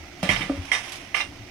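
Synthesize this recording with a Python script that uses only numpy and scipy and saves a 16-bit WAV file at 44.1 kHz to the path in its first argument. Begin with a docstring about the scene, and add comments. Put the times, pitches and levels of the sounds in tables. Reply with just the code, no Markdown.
"""Water-driven stamp mill

Outdoors, a few metres away. Iron-shod wooden stamps drop into a flooded trough: each one clangs,
chatters, jangles, rebounds and throws up water. Cams knock on the timber frame,
the wheel and its shaft rumble, and the mill race runs underneath it all."""
import sys
import numpy as np
from scipy import signal
from scipy.fft import rfft, irfft
from scipy.io import wavfile

SR = 44100
rng = np.random.default_rng(int(sys.argv[2]) if len(sys.argv) > 2 else 0)


def to_wav(sig):
    """Store sig (one row per channel, or 1-D mono) as 16-bit WAV at the path in sys.argv[1].

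    Samples outside -1..1 are clipped; the rate is SR.
    """
    pcm = np.clip(np.atleast_2d(sig), -1, 1) * 32767
    pcm = np.round(pcm).astype(np.int16)
    wavfile.write(sys.argv[1], SR, pcm.T)  # frames by channels


N = 66150
T = np.arange(N) / SR
BIN_HZ = np.arange(N // 2 + 1) * SR / N


def undb(db):
    """Decibels to gain."""
    return 10 ** (np.asarray(db) / 20)


def unit(x):
    """Scale to an rms of 1."""
    return x / np.sqrt(np.mean(x ** 2) + 1e-20)


def curve(points):
    """Draw a curve through (Hz, value) points, over every frequency bin."""
    hz, value = np.array(points, float).T
    return np.interp(np.log(BIN_HZ + 1), np.log(hz), value)


def sway(db, count):
    """A gain that wanders through count random levels."""
    return undb(db * np.interp(T, np.linspace(0, T[-1], count), rng.standard_normal(count)))


def envelope(start, rise, hold, t60):
    """Linear attack, then an exponential release once both rise and hold (from the start) are over."""
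    age = T - start
    attack = np.clip(age / max(rise, 1e-4), 0, 1)
    return attack * np.exp(-np.log(1000) * np.maximum(age - max(hold, rise), 0) / t60)


# Stereo image. Each row: frequency in Hz, likeness of left and right (clipped to between 0 and 0.999).
STEREO_LIKENESS = [(60, 3), (300, 0.7), (600, 0.67), (1200, 0.53), (2300, 0.04), (4500, 0.14),
                   (9000, -0.09)]
def stereo(pair, gain):
    """Colour two unrelated signals and blend them: alike in the bass, wide in the treble."""
    mid, side = rfft(pair) * gain
    alike = np.clip(curve(STEREO_LIKENESS), 0, .999)
    mid, side = mid * np.sqrt(1 + alike), side * np.sqrt(1 - alike)
    return unit(irfft([mid + side, mid - side], N))


def grains(eq, per_s, spread_db, resonance=1):
    """A dense texture of tiny uneven clicks, shaped by an EQ curve, at an rms of 1."""
    size = undb(spread_db * np.minimum(rng.exponential(size=(2, N)), 4))
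    clicks = (rng.random((2, N)) < per_s / SR) * size * rng.choice([-1, 1], (2, N))
    return stereo(clicks, undb(curve(eq)) * resonance)


def ring(start, hz, t60, gain, rise, width_rad=0, scatter_cycles=1):
    """Struck modes of unit strength together; scatter puts modes out of step, width the two channels."""
    out = np.zeros((2, N))
    for f, decay, g in zip(hz, t60, gain / np.linalg.norm(gain)):
        phase = 2 * np.pi * scatter_cycles * rng.random() + width_rad * rng.standard_normal((2, 1))
        tone = np.sin(2 * np.pi * f * (T - start - rise) + phase)
        out += g * np.sqrt(2) * envelope(start, rise, 0, decay) * tone
    return out


def favour(hz, centre, spread):
    """The place of a blow favours the modes within spread octaves of centre."""
    return 1 / (1 + (np.log2(hz / centre) / spread) ** 2) ** 2


def swells(rows):
    """One level contour from overlapping swells, added in power."""
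    return np.sqrt(sum((undb(db) * envelope(start, rise, hold, t60)) ** 2
                       for start, db, rise, hold, t60 in rows))


# Tone of the running water. Each row: frequency in Hz, relative level in dB.
RACE_EQ = [(180, -39), (300, -27), (348, -8), (412, -25.5), (667, -7.5), (1040, -19.5), (1230, -15),
           (1720, -16.5), (2030, -6), (4160, -19), (5800, -16), (7200, -28.5), (16000, -38.5)]
RACE_DB, BUBBLE_DB, BUBBLES_PER_S = -45.5, -55, 380
BUBBLE_CYCLES, BUBBLE_GLIDE = 40, 0.19  # cycles to fade by 40 dB, fractional pitch rise in that time
def mill_race():
    """The bed of running water: fine crackle and small bubbles that glide upward."""
    crackle = undb(RACE_DB) * sway(db=.5, count=40) * grains(RACE_EQ, per_s=7000, spread_db=3)
    age, bubbles = T[:SR // 20], np.zeros((2, N + SR // 20))
    for when, pitch, size, pan in rng.random((int(BUBBLES_PER_S * N / SR), 4)):
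        hz, at = 550 * 2 ** (3.2 * pitch), int(when * N)
        life = age * hz / BUBBLE_CYCLES
        glide = 1 + BUBBLE_GLIDE * np.minimum(life, 2) / 2
        tone = np.sin(2 * np.pi * hz * age * glide) * 100 ** -life
        bubbles[:, at:at + len(age)] += size ** 2 * np.sqrt([[pan], [1 - pan]]) * tone
    return crackle + undb(BUBBLE_DB) * unit(bubbles[:, :N])


# Resonances of the wheel and shaft. Each row: centre in Hz, width in Hz, relative level in dB.
WHEEL_RESONANCES = [(35, 52, 1), (74, 13, -6), (109.3, 26, 0), (197, 93, -2), (290.6, 36, 0.5),
                    (356, 8.2, -3.5)]
WHEEL_DB = -47
def wheel_rumble():
    """The turning wheel keeps the low resonances of the woodwork rumbling."""
    bins = BIN_HZ + 1
    power = sum(undb(db) ** 2 / width / (1 + ((bins - hz ** 2 / bins) / width) ** 2)
                for hz, width, db in WHEEL_RESONANCES)
    return undb(WHEEL_DB) * sway(db=2, count=16) * stereo(rng.standard_normal((2, N)), np.sqrt(power))


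# Low thumps. Each row: start in seconds, level in dB, pitch in Hz, attack and t60 in seconds.
SHAFT_THUDS = [(.003, -37.5, 75.7, 0.0023, 0.27), (0.232, -34.5, 90, 0.0051, 0.16),
               (0.284, -34.5, 35.4, 0.06, 0.49), (0.289, -27, 93.3, 0.007, 0.32),
               (0.29, -39, 141.5, 0.0033, 0.43), (0.371, -30, 118, 0.0061, 0.19),
               (.50, -35.5, 59.4, 0.019, 0.76), (0.565, -24.5, 87.4, 0.035, 0.12),
               (1.385, -38.5, 110, 0.017, 0.35)]
def shaft_thuds():
    """The shaft thuds in its bearings, each time one dull, fading tone."""
    return sum(undb(db) * envelope(start, rise, 0, t60) * np.sin(2 * np.pi * hz * (T - start))
               for start, db, hz, rise, t60 in SHAFT_THUDS)


# Body of the timber frame. Each row: pitch in Hz, base t60 in seconds, relative level in dB.
FRAME_MODES = [(153.4, 0.39, 3), (174, 0.63, -6.5), (194.6, 0.41, 4.5), (276.2, 0.66, -2),
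               (301.4, 0.18, -0.5), (463, 0.28, 6.5), (558.5, 0.57, 8.5), (610, 0.18, 10), (732, 0.11, 18),
               (792, 0.1, 18), (1234, 0.13, 17)]
# Hits on the frame. Each row: start in seconds, level in dB, tonal centre in Hz, spread in octaves,
# attack in seconds, multiplier on the modes' t60, rattle against the ring in dB.
CAM_KNOCKS = [(.229, -23.5, 188, 0.35, 0.005, 0.3, -11), (0.2296, -25.5, 590, 0.4, 0.0011, 0.5, -6),
              (.254, -38, 280, 0.57, 0.0026, 0.37, -11), (.291, -26, 183.6, 1.5, 0.003, 0.6, -5),
              (.290, -29, 720, .25, .001, .3, -8), (.405, -36, 200, 1.2, 0.0041, 1.5, -1.5),
              (.493, -21.5, 286, 0.3, 0.008, 0.38, -13), (.493, -27.5, 560, 0.4, 0.006, 0.5, -9),
              (0.4938, -37, 1200, 0.55, 0.0017, .3, -4.5), (.572, -36, 268, 0.3, 0.0068, 0.7, -8)]
def cam_knocks():
    """Cams ring and rattle the frame, each knock favouring its own range of modes."""
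    hz, t60, mode_db = np.array(FRAME_MODES).T
    out = 0
    for start, db, centre, spread, rise, length, rattle_db in CAM_KNOCKS:
        noise = stereo(rng.standard_normal((2, N)), favour(BIN_HZ + 1, centre, spread))
        rattle = noise * envelope(start, rise, hold=0, t60=0.28)
        gains = undb(mode_db) * favour(hz, centre, spread)
        body = ring(start, hz, t60 * length, gains, rise, scatter_cycles=0.26)
        out = out + undb(db) * (body + undb(rattle_db) * rattle)
    return out


# Showers of drops. Each row: start in seconds, level in dB, then attack, hold and t60 in seconds.
SPRAY_SWELLS = [(.17, -49.5, 0.023, 0.13, .2), (.50, -42, 0.16, 0.3, 0.91), (.76, -36, 0.016, 0.11, 0.93),
                (.85, -40.5, 0.095, 0.095, 0.42)]
# Tone of the spray. Each row: frequency in Hz, relative level in dB.
SPRAY_EQ = [(200, -31), (700, -1.5), (1400, -6), (2200, 3.5), (3200, 0.5), (4300, -15), (5600, -5.5),
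            (7500, -19), (10000, -14), (13000, -35), (16000, -31)]
def falling_spray():
    """Thrown water patters back down in clumps."""
    clumps = sway(db=1.8, count=110)
    return swells(SPRAY_SWELLS) * clumps * grains(SPRAY_EQ, per_s=2500, spread_db=0.5)


# Single slaps of water. Each row: start in seconds, level in dB, t60 in seconds.
SLAP_HITS = [(.651, -41.5, 0.092), (0.856, -40.5, 0.07), (.892, -37, 0.044), (0.92, -33, 0.12),
             (0.956, -39.5, 0.11)]
# Tone of a slap. Each row: frequency in Hz, relative level in dB.
SLAP_EQ = [(500, -6.5), (2500, 10), (5000, 8), (8000, 1.5), (11500, 0), (15000, -26)]
WATER_GRAIN = dict(per_s=9000, spread_db=2)
def water_slaps():
    """Some of the water lands in short, bright slaps."""
    level = sum(undb(db) * envelope(start, rise=0.0011, hold=0, t60=t60) for start, db, t60 in SLAP_HITS)
    return level * grains(SLAP_EQ, **WATER_GRAIN)


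# Water thrown up. Each row: start in seconds, level in dB, then attack, hold and t60 in seconds.
SPLASH_SWELLS = [(.2285, -26.5, 0.00041, 0.0038, 0.49), (.290, -27, 0.0099, 0.037, 0.82),
                 (.405, -39, 0.0028, 0.036, 0.064), (.716, -28, 0.0043, 0.046, 0.16),
                 (1.1445, -29, 0.0063, 0.065, 0.21)]
# Tone of a splash. Each row: frequency in Hz, relative level in dB.
SPLASH_EQ = [(150, -41), (450, -3), (750, 3.5), (1500, 0.5), (2200, 3), (3100, 1), (3900, -4.5), (4700, -5),
             (5600, -7.5), (7500, -16.5), (8500, -13), (10200, -18), (12800, -31), (15500, -29)]
SCRAPE_WIDTH_HZ, SCRAPE_DB = 24.6, -3  # width of the iron's resonances, level against the water
def splashes():
    """Water bursts out as the shoes scrape into the trough, exciting the iron's resonances."""
    iron = np.sqrt(sum(1 / (1 + ((BIN_HZ - mode[0]) / SCRAPE_WIDTH_HZ) ** 2) ** 2
                       for mode in SHOE_MODES + SHOE_HIGH_PARTIALS))
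    scrape = undb(SCRAPE_DB) * grains(SPLASH_EQ, **WATER_GRAIN, resonance=iron)
    water = grains(SPLASH_EQ, **WATER_GRAIN)
    return swells(SPLASH_SWELLS) * unit(water + scrape)


# High partials of the iron shoes. Each row: pitch in Hz, relative level in dB.
SHOE_HIGH_PARTIALS = [(3662, 10), (3950, 1), (5098, 0), (5256, 8), (5744, 5), (6058, 2), (6925, -6),
                      (7475, -5), (8107, -2), (8349, -4), (8597, -3), (8731, -3), (9105, -3), (9655, -9),
                      (9874, -6), (10020, -7), (11650, -12), (15650, -14)]
# Touches that set the iron jangling. Each row: start in seconds, level in dB, attack and t60 in seconds,
# tonal centre in Hz, spread in octaves.
IRON_TOUCHES = [(.290, -34, 0.03, 0.15, 5040, 2.4), (.372, -38, .005, 0.15, 5256, .1),
                (.412, -37.5, 0.008, 0.15, 3640, .15), (.716, -29.5, 0.014, 0.28, 6640, 1.6),
                (.738, -35, .012, 0.14, 3960, 0.56), (1.1445, -40, 0.016, 0.43, 6900, 0.92),
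                (1.174, -35, .005, 0.096, 5200, 0.075), (1.205, -28.5, 0.007, 0.099, 3850, 0.71)]
def iron_jangle():
    """After each blow the shoe's high partials swell and fade, different ones at each touch."""
    hz, mode_db = np.array(SHOE_HIGH_PARTIALS).T
    out = 0
    for start, db, rise, t60, centre, spread in IRON_TOUCHES:
        gains = undb(mode_db) * favour(hz, centre, spread)
        out = out + undb(db) * ring(start, hz, np.full(len(hz), t60), gains, rise, width_rad=1)
    return out


# Sharp transients. Each row: start in seconds, level in dB, t60 in seconds.
SNAP_HITS = [(0.2304, -30.5, 0.08), (.2900, -28.5, 0.038), (0.717, -34, 0.029), (1.145, -36, 0.022)]
# Tone of a snap. Each row: frequency in Hz, relative level in dB.
SNAP_EQ = [(600, -33), (2500, 12.5), (6000, 6), (10000, 2.5), (15000, -17)]
CHATTER_GRAIN = dict(per_s=12000, spread_db=3.5)
CRACK_RISE_S = 0.00018
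def contact_snaps():
    """The first hard contact gives a brief, bright snap."""
    level = sum(undb(db) * envelope(start, CRACK_RISE_S, 0, t60) for start, db, t60 in SNAP_HITS)
    return level * grains(SNAP_EQ, **CHATTER_GRAIN)


# Clang of the iron-shod stamps. Each row: pitch in Hz, base t60 in seconds,
# then relative level in dB for stamps 0, 1 and 2.
SHOE_MODES = [(1191, 0.21, -10, -12, -4), (1743, 0.24, -9, -3, -5), (1965, 0.28, 5, 2, -9),
              (2088, 0.24, 2, 6.5, 3), (2315, .13, -1, -3, 0), (2420, 0.15, -6, -6, -1),
              (2487, 0.15, -12, -12, 1), (2769, 0.25, -12, -20, 2), (3205, 0.15, -2, 0, -20)]
# Tone of the crack. Each row: frequency in Hz, relative level in dB.
CRACK_EQ = [(200, -45), (650, -6), (1500, -12), (1850, -7.5), (2150, 10.5), (2500, -4), (3150, 1.5),
            (4000, -50), (5600, -10), (7500, -58), (10000, -24), (15000, -45)]
# Blows and rebounds. 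Each row: start in seconds, crack level in dB, crack t60 in seconds,
# clang level in dB, multiplier on the modes' t60, which stamp falls.
STAMP_BLOWS = [(.290, -17, 0.24, -18.5, 0.88, 0), (.3615, -21, 0.03, -29.5, 0.42, 0),
               (.409, -27, 0.2, -28, 0.75, 0), (.7162, -14.5, 0.041, -18, 0.85, 1),
               (0.7356, -21, 0.042, -21.5, 0.91, 1), (.750, -26, 0.031, -24, 0.54, 1),
               (1.144, -19.5, 0.12, -18.5, 0.33, 2), (1.166, -32, 0.19, -23.5, 0.92, 2),
               (1.2026, -32, 0.15, -22.5, 0.66, 2)]
def stamps():
    """Each blow in the trough is a crack of dense chatter and a clang of the iron shoe."""
    hz, t60, *mode_db = np.array(SHOE_MODES).T
    chatter = grains(CRACK_EQ, **CHATTER_GRAIN)
    out = 0
    for start, crack_db, crack_t60, clang_db, length, stamp in STAMP_BLOWS:
        crack = envelope(start, CRACK_RISE_S, 0, crack_t60) * chatter
        gains = undb(mode_db[round(stamp)])
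        clang = ring(start, hz, t60 * length, gains, rise=0.001728, width_rad=1, scatter_cycles=0.33)
        out = out + undb(crack_db) * crack + undb(clang_db) * clang
    return out


def scene():
    """The mill at work beside its race."""
    iron = stamps() + iron_jangle() + contact_snaps()
    thrown_water = splashes() + falling_spray() + water_slaps()
    woodwork = cam_knocks() + shaft_thuds() + wheel_rumble()
    return iron + thrown_water + woodwork + mill_race()


# Colour of the two microphone ports. Each row: frequency in Hz, level of left against right in dB.
PORT_BALANCE = [(60, 2.5), (220, 3), (400, -2.5), (700, -3.5), (1300, -3.5), (2000, -11.5), (2600, -25),
                (3600, -1.5), (5500, -12), (7500, 5), (9000, 0.5), (14000, -.5)]
TOP_HZ = 16000
def record(dry):
    """The right port resonates in the presence range and the left is dull there; the top is cut."""
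    tilt = undb(curve(PORT_BALANCE) / 2)
    ports = np.array([tilt, 1 / tilt])
    heard = irfft(rfft(dry) * ports / np.sqrt(np.mean(ports ** 2, axis=0)), N)
    high_cut = signal.ellip(8, .2, 70, TOP_HZ, fs=SR, output="sos")
    return signal.sosfilt(high_cut, heard)


dry = scene()
out = record(dry)
to_wav(out)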